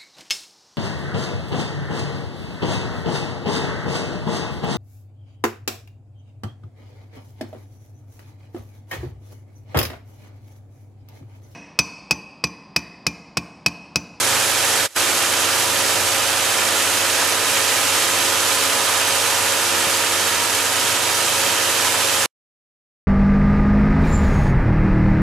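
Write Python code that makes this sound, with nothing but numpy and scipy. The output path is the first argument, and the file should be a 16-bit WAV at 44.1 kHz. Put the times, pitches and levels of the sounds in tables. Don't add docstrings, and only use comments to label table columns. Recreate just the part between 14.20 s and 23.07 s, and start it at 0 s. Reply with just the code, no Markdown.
import sys
import numpy as np
from scipy import signal
from scipy.fft import rfft, irfft, next_fast_len
from scipy.io import wavfile
from scipy.ndimage import uniform_filter1d

SR = 44100
rng = np.random.default_rng(int(sys.argv[2]) if len(sys.argv) > 2 else 0)


def unload_wav(signal):
    wavfile.write(
        sys.argv[1],
        SR,
        np.round(np.clip(np.atleast_2d(signal).T, -1, 1) * 32767).astype(np.int16),
    )


N = 391166
TIME = np.arange(N) / SR
CYCLE_HZ = 13.334
CYCLES = np.arange(int(N / SR * CYCLE_HZ) + 1)
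SIDES = np.array([[1], [-1]]) / 2


# time_s, extra_clatter_db, extra_scrape_db
SNAG_MOMENTS = [(.08, 1.5, -1), (.55, 2.5, -5), (2.48, 1.5, 1), (3.0, 2, -1.5), (3.38, .5, 3), (3.56, 1, 3),
                (3.70, 0, 2), (3.80, 2, 1), (4.7, 1.5, 1.5), (4.83, 0, 3), (7.41, 0, 3.8),
                (7.64, 1.2, -1.5), (7.91, .6, 2)]
# pitch_hz, relative_db
RATTLE_COLOUR = [(30, -44), (180, -15), (330, -5.5), (560, -3), (700, -1.6), (950, 0.5), (1090, -1.5),
                 (1300, -2.5), (1800, 0.9), (2100, -4.5), (3400, -2.5), (5000, -5.5), (9000, -13.5),
                 (15000, -33)]
# pitch_hz, relative_db
SCRAPE_COLOUR = [(200, -49), (1900, -21), (2150, -13), (2310, -2.5), (2530, -3.5), (2800, -5), (3200, -2.5),
                 (3290, -12), (3680, -10), (3790, 0), (3920, -19), (6000, -30.5)]

def blanks(place, head_place=.35, fall_db=.84):
    clatter_db = sum(db * swell(s, .056) for s, db, _ in SNAG_MOMENTS)
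    scrape_db = sum(db * swell(s, .056) for s, _, db in SNAG_MOMENTS)
    rattle = undb(-26.5) * chatter(RATTLE_COLOUR, per_s=1700, scatter_db=2.5, ring_s=.06)
    scrape = undb(-33.5) * chatter(SCRAPE_COLOUR, per_s=1100, scatter_db=4.5, ring_s=.041)
    clatter = rattle + undb(-31) * feed()
    ringing = scrape + undb(-36.7) * pings() + cans()
    sound = undb(clatter_db) * clatter + undb(scrape_db) * ringing
    return sound * undb(-fall_db * abs(place - head_place))


def chatter(colour, per_s, scatter_db, ring_s):
    touches = rng.random(N) < per_s / SR
    energy = touches * undb(scatter_db * rng.standard_normal(N)) ** 2
    kept_per_sample = np.exp(-2 * np.log(1000) / (ring_s * SR))
    fading = signal.lfilter([1], [1, -kept_per_sample], energy)
    return stereo(rng.standard_normal((3, N)) * np.sqrt(fading), colour)


# share_of_cycle, relative_db
FEED_BLOWS = [(.01, 0.5), (.13, -4.5), (.19, -3.5), (.29, 3), (.41, -1.5), (.47, -2), (0.579, -3),
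              (0.639, -5.5), (.83, 1), (.95, 1.5)]
# pitch_hz, relative_db
FRAME_COLOUR = [(30, -45.5), (120, -19), (190, -15), (270, -8), (520, -2), (800, -4.5), (950, -2),
                (1090, -6.5), (1250, 3), (1750, -1), (2100, -6), (4000, -13), (15000, -33.5)]

def feed(jitter_s=.00009, scatter_db=1.1, ring_s=.07):
    out = 0
    for share, db in FEED_BLOWS:
        late, harder = rng.standard_normal((2, len(CYCLES)))
        clicks = strike((CYCLES + share) / CYCLE_HZ + jitter_s * late, db + scatter_db * harder)
        out = out + steel_ring(clicks, ring_s)
    return stereo(out, FRAME_COLOUR)


def steel_ring(clicks, ring_s, even_hz=40):
    t = TIME[:SR // 4]
    notes = rfft(rng.standard_normal((3, len(t))) * undb(-60 * t / ring_s))
    notes /= np.sqrt(uniform_filter1d(np.abs(notes) ** 2, int(even_hz * t[-1])))
    return signal.oaconvolve(clicks[None], irfft(notes), axes=1)[:, :N]


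# pitch_hz, level_db
CAN_NOTES = [(2306, -45), (2410, -50.5), (2525, -45.5), (2627, -45.5), (2657, -49), (2842, -48.5),
             (3006, -46), (3100, -48.5), (3184, -45.5), (3230, -44.5), (3788, -50), (4820, -48.5),
             (6420, -49), (11120, -50.5)]

def cans(jitter_s=.012, scatter_db=3.5, ring_s=.16):
    t = TIME[:SR // 2]
    out = 0
    for hz, db in CAN_NOTES:
        late, harder = rng.standard_normal((2, len(CYCLES)))
        knocks = strike((CYCLES + rng.random()) / CYCLE_HZ + jitter_s * late, scatter_db * harder)
        shift = rng.choice([-1, 1]) * np.arccos(at_hz(EAR_LIKENESS, hz))
        note = undb(-60 * t / ring_s) * np.sin(2 * np.pi * hz * t + SIDES * shift)
        ringing = unit(signal.oaconvolve(knocks[None], note, axes=1)[:, :N])
        out = out + undb(db + SIDES * at_hz(EAR_BALANCE, hz)) * ringing
    return out


def pings(count=600, low_hz=1200, high_hz=3500, scatter_db=1.5, ring_s=.14):
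    t = TIME[:SR // 4]
    out = np.zeros((2, N + len(t)))
    for when, pitch, lag in rng.random((count, 3)):
        hz = low_hz + pitch * (high_hz - low_hz)
        shift = 2 * (2 * lag - 1) * np.arccos(at_hz(EAR_LIKENESS, hz))
        db = scatter_db * rng.standard_normal() + SIDES * at_hz(EAR_BALANCE, hz)
        note = np.sin(2 * np.pi * hz * t + SIDES * shift)
        start = int(when * N)
        out[:, start:start + len(t)] += undb(db - 60 * t / ring_s) * note
    return unit(out[:, :N])


# share_of_cycle, rise_db
AIR_PUFFS = [(.05, 1.5), (.17, 2.5), (.35, 1), (.42, 2), (.56, 0.5), (.65, 3.5), (.77, 1), (.965, 4)]
# pitch_hz, relative_db
AIR_COLOUR = [(100, -43.5), (2000, -2), (4000, -2), (6100, -0.5), (6450, 1), (6900, -.3), (8000, 0),
              (9000, -2.5), (10300, -1.5), (12000, -6), (14000, -11), (15400, -22)]
# time_s, level_db
AIR_LEVEL = [(0, -22.5), (1.0, -23.5), (2.0, -24), (3.1, -23.5), (4.1, -23.5), (6.3, -24.5), (7.8, -23.5)]

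def air(puff_s=.0064, flicker_db=.6):
    puffs_db = 0
    for share, db in AIR_PUFFS:
        since_s = (CYCLE_HZ * TIME - share) % 1 / CYCLE_HZ
        puffs_db = puffs_db + db * np.exp(-since_s / puff_s)
    hiss = rng.standard_normal((3, N)) * undb(puffs_db + flicker_db * wander(25))
    return undb(curve(AIR_LEVEL)) * stereo(hiss, AIR_COLOUR)


# multiple_of_cycle_rate, relative_db
DRONE_TONES = [(7, -45), (8, -55), (12, -56), (18, -61), (19, -57), (22, -59.5), (30, -54), (32, -54),
               (35, -40.7), (36, -55.5), (37, -56), (38, -49), (39, -50), (42, -50.5), (43, -48.5),
               (44, -51), (46, -50.5), (47, -53), (48, -46.5), (50, -46.5), (54, -52), (55, -52), (57, -46),
               (81, -53), (84, -50), (87, -47.5), (88, -48), (90, -50), (91, -45.5), (92, -49), (93, -45.3),
               (95, -48), (96, -45.5), (97, -47.5), (99, -49.5), (100, -46.5), (103, -47.5), (104, -49),
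               (106, -47), (108, -48.5), (110, -50), (112, -48), (118, -49), (126, -44.5), (132, -47),
               (135, -45.5), (152, -51)]

def drone(fade_db_per_khz=1.5):
    out = 0
    for multiple, db in DRONE_TONES:
        hz = multiple * CYCLE_HZ
        khz = hz / 1000
        out = out + tone(hz, db + fade_db_per_khz * khz * wander(1.635), waver_rad=.56 * khz)
    return out


# multiple_of_cycle_rate, level_db, loudest_place, fall_db_per_machine_length
WHINE_TONES = [(41, -34.5, .5, 3.5), (60, -43.5, 0, 8.5), (63, -43.8, .55, 10), (64, -44, .65, 8),
               (70, -40.8, .8, 13), (71, -41, .9, 14), (72, -45.5, .8, 10), (73, -46, .5, 4),
               (74, -43, .55, 7), (76, -42, .45, 14), (77, -41, .45, 13)]

def whine(place, flutter_db_per_khz=2.5):
    out = 0
    for multiple, db, spot, fall_db in WHINE_TONES:
        hz = multiple * CYCLE_HZ
        khz = hz / 1000
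        level_db = db - fall_db * abs(place - spot) + flutter_db_per_khz * khz * wander(CYCLE_HZ)
        out = out + tone(hz, level_db, waver_rad=.55 * khz)
    return out


# time_s, peak_db
SQUEAL_MOMENTS = [(.33, -42), (1.45, -38), (1.75, -38.5), (2.45, -37.5)]

def squeals(multiple=73, half_width_s=.11):
    loudness = sum(undb(db) * swell(s, half_width_s) for s, db in SQUEAL_MOMENTS)
    return loudness * tone(multiple * CYCLE_HZ, 0, waver_rad=.3)


# multiple_of_shaft_rate, relative_db, flutter_db
MOTOR_TONES = [(3, -53.5, 5), (4, -43.5, 1.6), (5, -42.5, 2.5), (6, -46.5, 2.5)]

def motor(shaft_hz=69.47):
    return sum(tone(multiple * shaft_hz, db + flutter_db * wander(7), waver_rad=.55)
               for multiple, db, flutter_db in MOTOR_TONES)


# pitch_hz, relative_db
WHIRR_COLOUR = [(600, -50.5), (890, -22), (935, 1), (960, -1.5), (1000, -6), (1025, -0.5), (1065, -21.5),
                (1500, -49.5)]

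def whirr(place, loudest_place=.52, fall_db=11.5, pulse_db=2, flutter_db=3):
    throb_db = pulse_db * np.cos(2 * np.pi * CYCLE_HZ * TIME) + flutter_db * wander(CYCLE_HZ)
    noise = stereo(rng.standard_normal((3, N)), WHIRR_COLOUR)
    return noise * undb(throb_db - fall_db * abs(place - loudest_place))


# time_s, level_db
BUZZ_LEVEL = [(0.1, -44), (.6, -49), (.9, -62), (1.4, -46), (2.2, -51), (2.7, -60), (3.8, -52), (4.7, -56),
              (5.4, -52), (6.2, -62), (6.6, -47.5), (7.6, -51), (7.95, -47)]

def buzz(pitch_hz=120):
    return tone(pitch_hz, curve(BUZZ_LEVEL), waver_rad=.2)


# time_s, peak_db, pitch_hz, half_width_s
LOW_BUMPS = [(.135, -49.5, 45, .028), (0.397, -53, 61.7, .08), (.79, -50, 50.1, .03), (2.04, -51, 28, .025),
             (2.79, -60, 58, .06), (3.52, -57.5, 55, .045), (5.67, -46, 54, .022),
             (5.672, -29, 190, 0.0036), (5.74, -52, 54, .04), (5.94, -49, 46, .025),
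             (6.17, -50.5, 36, .025), (6.40, -49, 47, .025), (6.68, -58.5, 64, .07), (6.82, -48, 47, .025)]

def bumps():
    return sum(undb(db) * swell(s, half_width_s) * np.cos(2 * np.pi * hz * (TIME - s))
               for s, db, hz, half_width_s in LOW_BUMPS)


# pitch_hz, relative_db
HALL_COLOUR = [(15, -27.5), (40, -29.5), (65, -13.5), (88, 2.5), (120, 2.5), (140, -4.5), (220, 1),
               (400, -6), (1000, -1), (4000, -22.5)]

def hall(swell_db=3):
    return stereo(rng.standard_normal((3, N)), HALL_COLOUR) * undb(swell_db * wander(14))


# pitch_hz, likeness_0_to_1
EAR_LIKENESS = [(40, .72), (93, .8), (125, .45), (160, .25), (230, .22), (290, .58), (480, .8), (640, .76),
                (1300, .84), (2200, .72), (3000, .71), (3400, .55), (6500, .62), (8600, .98), (11000, .98),
                (12500, .92), (15000, .95)]
# pitch_hz, left_minus_right_db
EAR_BALANCE = [(30, -1), (90, -5.5), (200, -6), (600, -5.3), (1300, -3.4), (2400, -3.3), (4400, -4.3),
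               (7500, -4), (8600, -.5), (15000, -.7)]

def stereo(paths, colour):
    size = next_fast_len(N)
    spectra = rfft(paths, size)
    hz = np.fft.rfftfreq(size, 1 / SR) + 1
    direct = at_hz(EAR_LIKENESS, hz)
    pair = np.sqrt(direct) * spectra[0] + np.sqrt(1 - direct) * spectra[1:]
    gain = undb(at_hz(colour, hz) + SIDES * at_hz(EAR_BALANCE, hz))
    pair = irfft(pair * gain, size)[:, :N]
    return pair / np.std(pair.mean(axis=0))


def tone(hz, db, waver_rad):
    phase = 2 * np.pi * (hz * TIME + rng.random()) + waver_rad * wander(3)
    shift = rng.choice([-1, 1]) * np.arccos(at_hz(EAR_LIKENESS, hz))
    return np.sqrt(2) * undb(db + SIDES * at_hz(EAR_BALANCE, hz)) * np.sin(phase + SIDES * shift)


def strike(times_s, db):
    return np.bincount(np.clip(times_s * SR, 0, N).astype(int), undb(db), N + 1)[:N]


def swell(time_s, half_width_s):
    return np.exp(-((TIME - time_s) / half_width_s) ** 2)


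def wander(rate_hz):
    points = rng.standard_normal(int(N / SR * rate_hz) + 2)
    joined = np.interp(TIME * rate_hz, np.arange(len(points)), points)
    return uniform_filter1d(joined, int(SR / rate_hz / 2))


def curve(rows):
    return np.interp(TIME, *np.transpose(rows))


def at_hz(rows, hz):
    pitches, values = np.transpose(rows)
    return np.interp(np.log(hz), np.log(pitches), values)


def undb(db):
    return 10 ** (np.asarray(db) / 20)


def unit(x):
    return x / np.sqrt(np.mean(x ** 2))


# time_s, place
LISTENER_PATH = [(0, .11), (1, 0), (2, .05), (3, .16), (4, .37), (5, .63), (5.5, .83), (6.5, 1), (7.1, .97),
                 (7.5, .66), (8, .22)]
# time_s, change_db
BRIEF_DIP = [(.66, 0.5), (.683, -28), (.745, -28), (.757, -14), (0.763, 1.2), (.82, 1.2), (.87, 0.67)]
# time_s, change_db
SUDDEN_STOP = [(8.059, -0.5), (8.062, -36), (8.09, -68), (8.2, -130)]

def scene():
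    place, dip_db = curve(LISTENER_PATH), curve(BRIEF_DIP)
    tones = undb(-1) * drone() + whine(place) + squeals() + undb(-2) * motor() + buzz()
    tin = blanks(place)
    glitter = undb(-37) * pings(count=700, low_hz=4300, high_hz=10690, scatter_db=2, ring_s=.09)
    factory = tin + glitter + tones + undb(-42) * whirr(place) + undb(-43) * hall()
    hiss = undb(.84 * dip_db) * air()
    return (factory * undb(dip_db) + hiss + bumps()) * undb(curve(SUDDEN_STOP))


def record(dry, gain_db=1.55, top_hz=15400):
    rounded = undb(gain_db) * np.tanh(dry)
    return signal.sosfilt(signal.ellip(10, .2, 80, top_hz, fs=SR, output="sos"), rounded)


dry = scene()
out = record(dry)
unload_wav(out)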